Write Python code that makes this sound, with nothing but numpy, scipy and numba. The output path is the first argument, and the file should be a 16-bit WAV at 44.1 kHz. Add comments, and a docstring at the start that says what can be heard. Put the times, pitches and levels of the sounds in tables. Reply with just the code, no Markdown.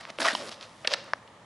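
"""A shoe shuffles on a dirt infield: a softball pitcher, with the microphone close behind, near the ground.
The shoe grinds off the rubber and drags, crushing grains while its sole rings and chatters.
Cleats clack and slide as she comes to a stop, and a last dull, leathery pop follows.
Fences and stands scatter a thin tail over the faint wash of the open field."""
import sys
import numpy as np
from scipy import signal
from scipy.fft import rfft, irfft
from scipy.io import wavfile
from scipy.ndimage import uniform_filter1d
from numba import njit

SR = 44100
rng = np.random.default_rng(int(sys.argv[2]) if len(sys.argv) > 2 else 0)


def master(y):
    """Save y as 16-bit WAV."""
    cut = np.clip(np.atleast_2d(y).T, -1, 1)
    pcm = np.round(cut * 32767)  # scale
    wavfile.write(sys.argv[1], SR, pcm.astype(np.int16))


N = 63945
T = np.arange(N) / SR


def from_db(db):
    """Decibels to gain."""
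    return 10 ** (np.asarray(db) / 20)


def rms_one(x):
    """Scale to unit power."""
    return x / np.sqrt(np.mean(x ** 2) + 1e-20)


def evened(x, window_s=0.0126):
    """Hold the slow level at one and keep the fine grain."""
    return x / np.sqrt(uniform_filter1d(x * x, int(window_s * SR) + 1) + 1e-12)


def butter(x, hz, kind, order=2):
    """Causal Butterworth filter."""
    sections = signal.butter(order, np.clip(hz, 10, .45 * SR), kind, fs=SR, output="sos")
    return signal.sosfilt(sections, x + 1e-18)


def coloured(x, spectrum):
    """Give a noise the spectrum in a table."""
    hz, db = np.transpose(spectrum)
    bins_hz = np.maximum(np.arange(N // 2 + 1) * SR / N, 1)
    return irfft(rfft(x) * from_db(np.interp(np.log(bins_hz), np.log(hz), db)), N)


def click(s):
    """A unit click at a given time."""
    return 1. * (np.arange(N) == int(s * SR))


def ring(x, hz, t60):
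    """A unit click sets a sine of height 1 ringing."""
    radius, angle = from_db(-60 / (t60 * SR)), 2 * np.pi * hz / SR
    return signal.lfilter([0, np.sin(angle)], [1, -2 * radius * np.cos(angle), radius ** 2], x + 1e-18)


@njit
def glide(x, angle, radius):
    """Resonance whose centre moves."""
    y = np.zeros(len(x))
    for i in range(2, len(x)):
        y[i] = x[i] - x[i - 2] + 2 * radius * np.cos(angle[i]) * y[i - 1] - radius * radius * y[i - 2]
    return y


def echoed(x, echo_db, delay_s=0.00182):
    """A near reflection reaches the microphone just after the blow."""
    return x + from_db(echo_db) * np.interp(T - delay_s, T, x, left=0)


def stereo(mid, side):
    """Left and right from middle and side."""
    return np.array([mid + side, mid - side])


def pan(left_db):
    """Channel gains that put the left this far above the right."""
    return from_db(left_db * np.array([[.5], [-.5]]))


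# Wash of the open field: (frequency [Hz], relative level [dB])
WASH_SPECTRUM = [(15, -56), (25, -22), (64, -13), (118, -2.5), (412, -11.5), (531, -2.5), (740, -7.5),
                 (884, -5), (1170, -6), (1260, -7), (1510, -16.5), (1850, -10), (2640, -21.5), (3080, -18),
                 (5120, -26.5), (6280, -27), (11000, -34), (14300, -84), (22000, -120)]
# Its width at the microphone: (frequency [Hz], side against middle [dB])
WASH_WIDTH = [(30, -15), (140, -27), (500, -16.5), (900, -11.5), (3150, -5), (11000, -6)]


def field_wash(level_db=-53):
    """Steady wash of distant air and traffic."""
    mid, side = [rms_one(coloured(rng.standard_normal(N), WASH_SPECTRUM)) for _ in range(2)]
    return from_db(level_db) * stereo(mid, coloured(side, WASH_WIDTH))


# Colour of what fences and stands send back: (frequency [Hz], relative level [dB])
FENCE_SPECTRUM = [(150, 0), (550, -1.5), (1300, -4.5), (3500, 0.5), (10000, -12)]


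def fence_scatter(x, level_db=-21.5, side_db=-10, t60=0.46, rise_s=0.014):
    """Fences and stands return a thin outdoor tail, nearly alike in both channels."""
    envelope = from_db(-60 * T / t60) * (1 - np.exp(-T / rise_s))
    tails = [coloured(rng.standard_normal(N), FENCE_SPECTRUM) * envelope for _ in range(2)]
    mid, side = [signal.fftconvolve(x, tail / np.linalg.norm(tail))[:N] for tail in tails]
    return from_db(level_db) * stereo(mid, from_db(side_db) * side)


# Brief ring of the leather: (frequency [Hz], level [dB], t60 [s])
LEATHER_MODES = [(620, -15, 0.0086), (1160, -5.5, 0.004), (1796, -8.5, 0.0056), (5300, -18, 0.0028)]


def leather_pop(at_s=1.1345):
    """One soft, heavily damped smack on leather."""
    modes = sum((-1) ** k * from_db(db) * ring(click(at_s), hz, t60)
                for k, (hz, db, t60) in enumerate(LEATHER_MODES))
    dull = butter(butter(modes, 390, "high", order=3), 5600, "low", order=8)
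    return echoed(dull, echo_db=-10)


# The sole lands on the packed infield: (time [s], level [dB], pitch [Hz], t60 [s])
SOLE_LANDINGS = [(.187, -24.5, 556, 0.027), (.331, -30, 272, 0.043), (.3508, -14, 964, 0.012),
                 (.8485, -25.5, 620, 0.031), (.876, -26, 503, .03)]


def sole_knocks():
    """A hollow, quickly damped note, its pitch set by how the sole lands."""
    return sum(from_db(db) * butter(ring(click(s), hz, t60), 0.66 * hz, "high")
               for s, db, hz, t60 in SOLE_LANDINGS)


# Clods give way underfoot: (time [s], level [dB], low edge [Hz], high edge [Hz], half length [s])
CLODS = [(.101, -40.5, 1690, 2530, 0.0022), (.203, -27.5, 900, 2480, 0.0011),
         (0.2065, -31, 3300, 10400, 0.001), (0.2192, -25.5, 3100, 4930, 0.0012),
         (0.23, -32, 3800, 5600, 0.0032), (.265, -22.5, 790, 1210, .0015),
         (0.2844, -22, 1670, 2200, 0.0022), (.334, -36, 3020, 4520, 0.0033),
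         (0.8511, -34, 1150, 2300, 0.0039), (0.878, -30.5, 750, 1900, 0.0031),
         (0.9175, -31.5, 655, 1490, 0.0012), (.944, -27.5, 650, 2300, 0.0024)]


def clod_crunches():
    """Each clod crumbles in a brief swell of coarse grains."""
    out = 0
    for s, db, low, high, half_s in CLODS:
        swell = np.exp(-.5 * ((T - s) / half_s) ** 2)
        burst = swell * butter(grains(per_s=3000, spread_db=2.6), [low, high], "band", order=3)
        out += from_db(db) * burst * np.linalg.norm(swell) / np.linalg.norm(burst)
    return out


# Cleats and pebbles strike close to the microphone: (time [s], level [dB], low edge [Hz],
# high edge [Hz], crunch against snap [dB], crunch decay [s], echo against snap [dB])
CLEAT_STRIKES = [(.0523, -24.5, 1100, 2780, -29, 0.0011, -20), (.1867, -19, 1190, 3000, -23.5, .0015, -17),
                 (.3502, -15.5, 3940, 5370, -20, 0.0017, -7), (0.3516, -21, 2840, 3250, -26.5, .0015, -21),
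                 (.4935, -23, 2500, 9000, -18, 0.0012, -19), (0.5431, -31, 2480, 6000, -19, 0.00091, -11),
                 (0.6103, -30.5, 2400, 5200, -13, 0.0016, 1), (0.6273, -35.5, 2600, 3830, -13, 0.0023, -5),
                 (0.8475, -26.5, 1480, 3840, -13.5, 0.0057, -7),
                 (0.8735, -6, 2180, 5660, -21.5, 0.0034, 1.5),
                 (0.9371, -7.5, 1510, 5900, -18.5, 0.0034, -13), (1.042, -35.5, 3200, 8840, -16, .0015, -1),
                 (1.276, -43, 1500, 3940, -13.5, .003, -6)]


def cleat_clacks(shelf_hz=6300, treble_db=-4.5):
    """Each strike is a snap and a short crunch of dirt, with the top softened."""
    out = 0
    for s, db, low, high, crunch_db, decay_s, echo_db in CLEAT_STRIKES:
        snap = click(s)
        crunch = from_db(crunch_db) * rng.standard_normal(N) * (T > s) * np.exp(-abs(T - s) / decay_s)
        snap_peak = abs(butter(snap, [low, high], "band")).max()
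        blow = butter(echoed(snap, echo_db) + crunch, [low, high], "band")
        out += from_db(db) * blow / snap_peak
    treble = from_db(treble_db) * butter(out, shelf_hz, "high", order=4)
    return butter(out, shelf_hz, "low", order=8) + treble


def grains(per_s, spread_db, hiss=0.53):
    """Crushed grains of uneven size on a smooth hiss."""
    sizes = from_db(spread_db * np.minimum(rng.exponential(1, N), 5)) * rng.choice([-1, 1], N)
    crushed = rng.random(N) < per_s / SR
    return rms_one(sizes * crushed) + hiss * rng.standard_normal(N)


def resonance(friction, track, width_hz):
    """Friction drives a resonance that follows a pitch and a level."""
    s, hz, db = np.transpose(track)
    note = glide(friction, 2 * np.pi * np.interp(T, s, hz) / SR, np.exp(-np.pi * width_hz / SR))
    return evened(note) * from_db(np.interp(T, s, db))


# Hollow ring of the sole: (time [s], pitch [Hz], level against the plain rubbing [dB])
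HOLLOW_RING = [(.1, 650, -5.5), (.21, 600, 6), (.255, 686, -3.5), (.29, 650, -3.5), (.33, 612, -1.5),
               (.415, 567, 9.5), (.46, 448, 5), (.52, 583, 0.5), (.88, 502, -7), (.92, 555, 5),
               (1.01, 546, 3), (1.09, 583, -3.5)]
# Chatter of the sole: (time [s], pitch [Hz], level against the plain rubbing [dB])
STICK_SLIP = [(.1, 1130, -4.5), (.222, 1510, 7), (.238, 1390, -17), (.252, 1190, 9), (.266, 960, -9.5),
              (0.283, 1845, 1.5), (.31, 1640, 3.5), (.37, 1050, -9), (.52, 1040, 4), (.94, 1390, -15),
              (1.09, 1250, -6.5)]


def ringing_sole(rubbing, per_s, spread_db):
    """On top of its rubbing, the sole rings hollow and chatters as it sticks and slips."""
    hollow = resonance(grains(per_s, spread_db), HOLLOW_RING, width_hz=48)
    chatter = resonance(grains(per_s, spread_db), STICK_SLIP, width_hz=276)
    return butter(rubbing + hollow + chatter, [400, 3600], "band", order=3)


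def stroke_gain(stroke, band, fade_db_per_s=1800):
    """Gain of one band through a stroke of the shoe, dying quickly outside it."""
    s, *band_db = np.transpose(stroke)
    outside_s = np.maximum(s[0] - T, 0) + np.maximum(T - s[-1], 0)
    return from_db(np.interp(T, s, band_db[band]) - fade_db_per_s * outside_s)


# Three strokes of the shoe, from close behind: (time [s], bass [dB], body [dB], grit [dB], dust [dB])
SHOE_SHUFFLE = [(0.003, -72, -48.5, -52.5, -65), (0.012, -66, -42, -44.5, -52.5),
                (0.02, -56, -52.5, -54, -70), (0.035, -83, -48.5, -48.5, -69.7),
                (0.065, -73, -54, -57, -72.3), (0.09, -63, -44, -53, -65), (0.103, -52, -38, -39, -58.5),
                (0.113, -57.5, -60, -65, -70), (0.165, -69, -61, -58, -69)]
SHOE_PUSH_AND_DRAG = [(0.184, -61, -54, -49, -56), (0.196, -40.5, -44.5, -51, -52),
                      (0.204, -42, -32, -30, -38), (0.213, -38.5, -32, -37, -42.5),
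                      (0.221, -41, -26.5, -33.5, -39.5), (0.239, -49, -36.5, -35.5, -46),
                      (0.252, -41.5, -21.5, -28.5, -41.5), (0.267, -57, -24.5, -26.5, -41),
                      (0.275, -49, -25.5, -34, -42.5), (0.285, -48, -21.5, -27, -38),
                      (0.296, -50, -31, -32.5, -49), (0.312, -61, -29.5, -34.5, -46),
                      (0.326, -54, -41, -38, -55), (0.335, -47, -37, -50, -43.5),
                      (0.345, -50.5, -44, -45, -51), (0.365, -52, -47.5, -41, -47.5),
                      (0.415, -48.5, -37.5, -42.5, -56.5), (0.45, -60, -44, -49.5, -52),
                      (0.492, -51, -42, -41, -52.5), (0.503, -56, -56, -56.5, -64),
                      (0.52, -62, -43.5, -38, -55.5), (0.55, -79, -57.5, -54, -66),
                      (0.6, -62, -58, -57.5, -71), (0.629, -67, -46, -44, -60.5),
                      (0.67, -69, -57.5, -56.5, -69), (0.74, -62.5, -77, -62, -68.5),
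                      (0.84, -72, -72, -59, -65)]
SHOE_SLIDE = [(0.86, -68, -53, -67, -68), (0.881, -57, -46, -43, -50), (0.887, -57, -46, -54, -61),
              (0.9, -61, -43.5, -41.5, -62), (0.917, -66, -35, -33, -58), (0.933, -62, -31.5, -31, -61),
              (0.944, -52, -36, -33, -58), (0.953, -63, -46.5, -50, -72), (0.985, -70, -44.5, -46.5, -70),
              (1.03, -58, -52.5, -53.5, -84), (1.09, -74, -47.5, -55, -75), (1.125, -66, -60, -60, -73),
              (1.19, -60.5, -57, -66, -76)]
# Bass, body, grit and dust of the infield dirt:
# (low edge [Hz], high edge [Hz], trim [dB], grain rate [1/s], spread of grain sizes [dB])
GRAIN_BANDS = [(204, 344, 1, 2000, 2.5), (468, 2150, -0.5, 2500, 2.5), (2300, 5660, -2, 1500, 3.5),
               (6000, 10800, -1.5, 2500, 4.5)]


def shoe_scrapes(low_cut_hz=142):
    """Grains crush under the shoe, just in front of the microphone."""
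    out = 0
    for band, (low, high, trim_db, per_s, spread_db) in enumerate(GRAIN_BANDS):
        mid, side = [rms_one(butter(grains(per_s, spread_db), [low, high], "band", order=3))
                     for _ in range(2)]
        if band == 1:  # the sole sounds in the body band
            mid = ringing_sole(mid, per_s, spread_db)
        gain = sum(stroke_gain(stroke, band) for stroke in (SHOE_SHUFFLE, SHOE_PUSH_AND_DRAG, SHOE_SLIDE))
        side_db = -23 + 2 * band  # higher bands spread wider
        out += gain * from_db(trim_db) * stereo(evened(mid), from_db(side_db) * side)
    return butter(out, low_cut_hz, "high", order=4)


def scene():
    """Close footwork and the pop, their scatter, and the open field beyond."""
    footwork = shoe_scrapes() + clod_crunches() + sole_knocks() + cleat_clacks() * pan(left_db=-1.4)
    pop = leather_pop()
    tail = fence_scatter(footwork.mean(axis=0) + from_db(-13) * pop)
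    return footwork + pop * pan(left_db=1) + tail + field_wash()


def record(dry):
    """At the microphone the treble leans a little to the right; the top is cut."""
    treble = butter(dry, 2500, "high", order=1)
    tilted = dry + treble * (pan(left_db=-0.74) - 1)
    top_cut = signal.ellip(10, .2, 75, 11300, fs=SR, output="sos")
    return signal.sosfilt(top_cut, tilted)


dry = scene()
out = record(dry)
master(out)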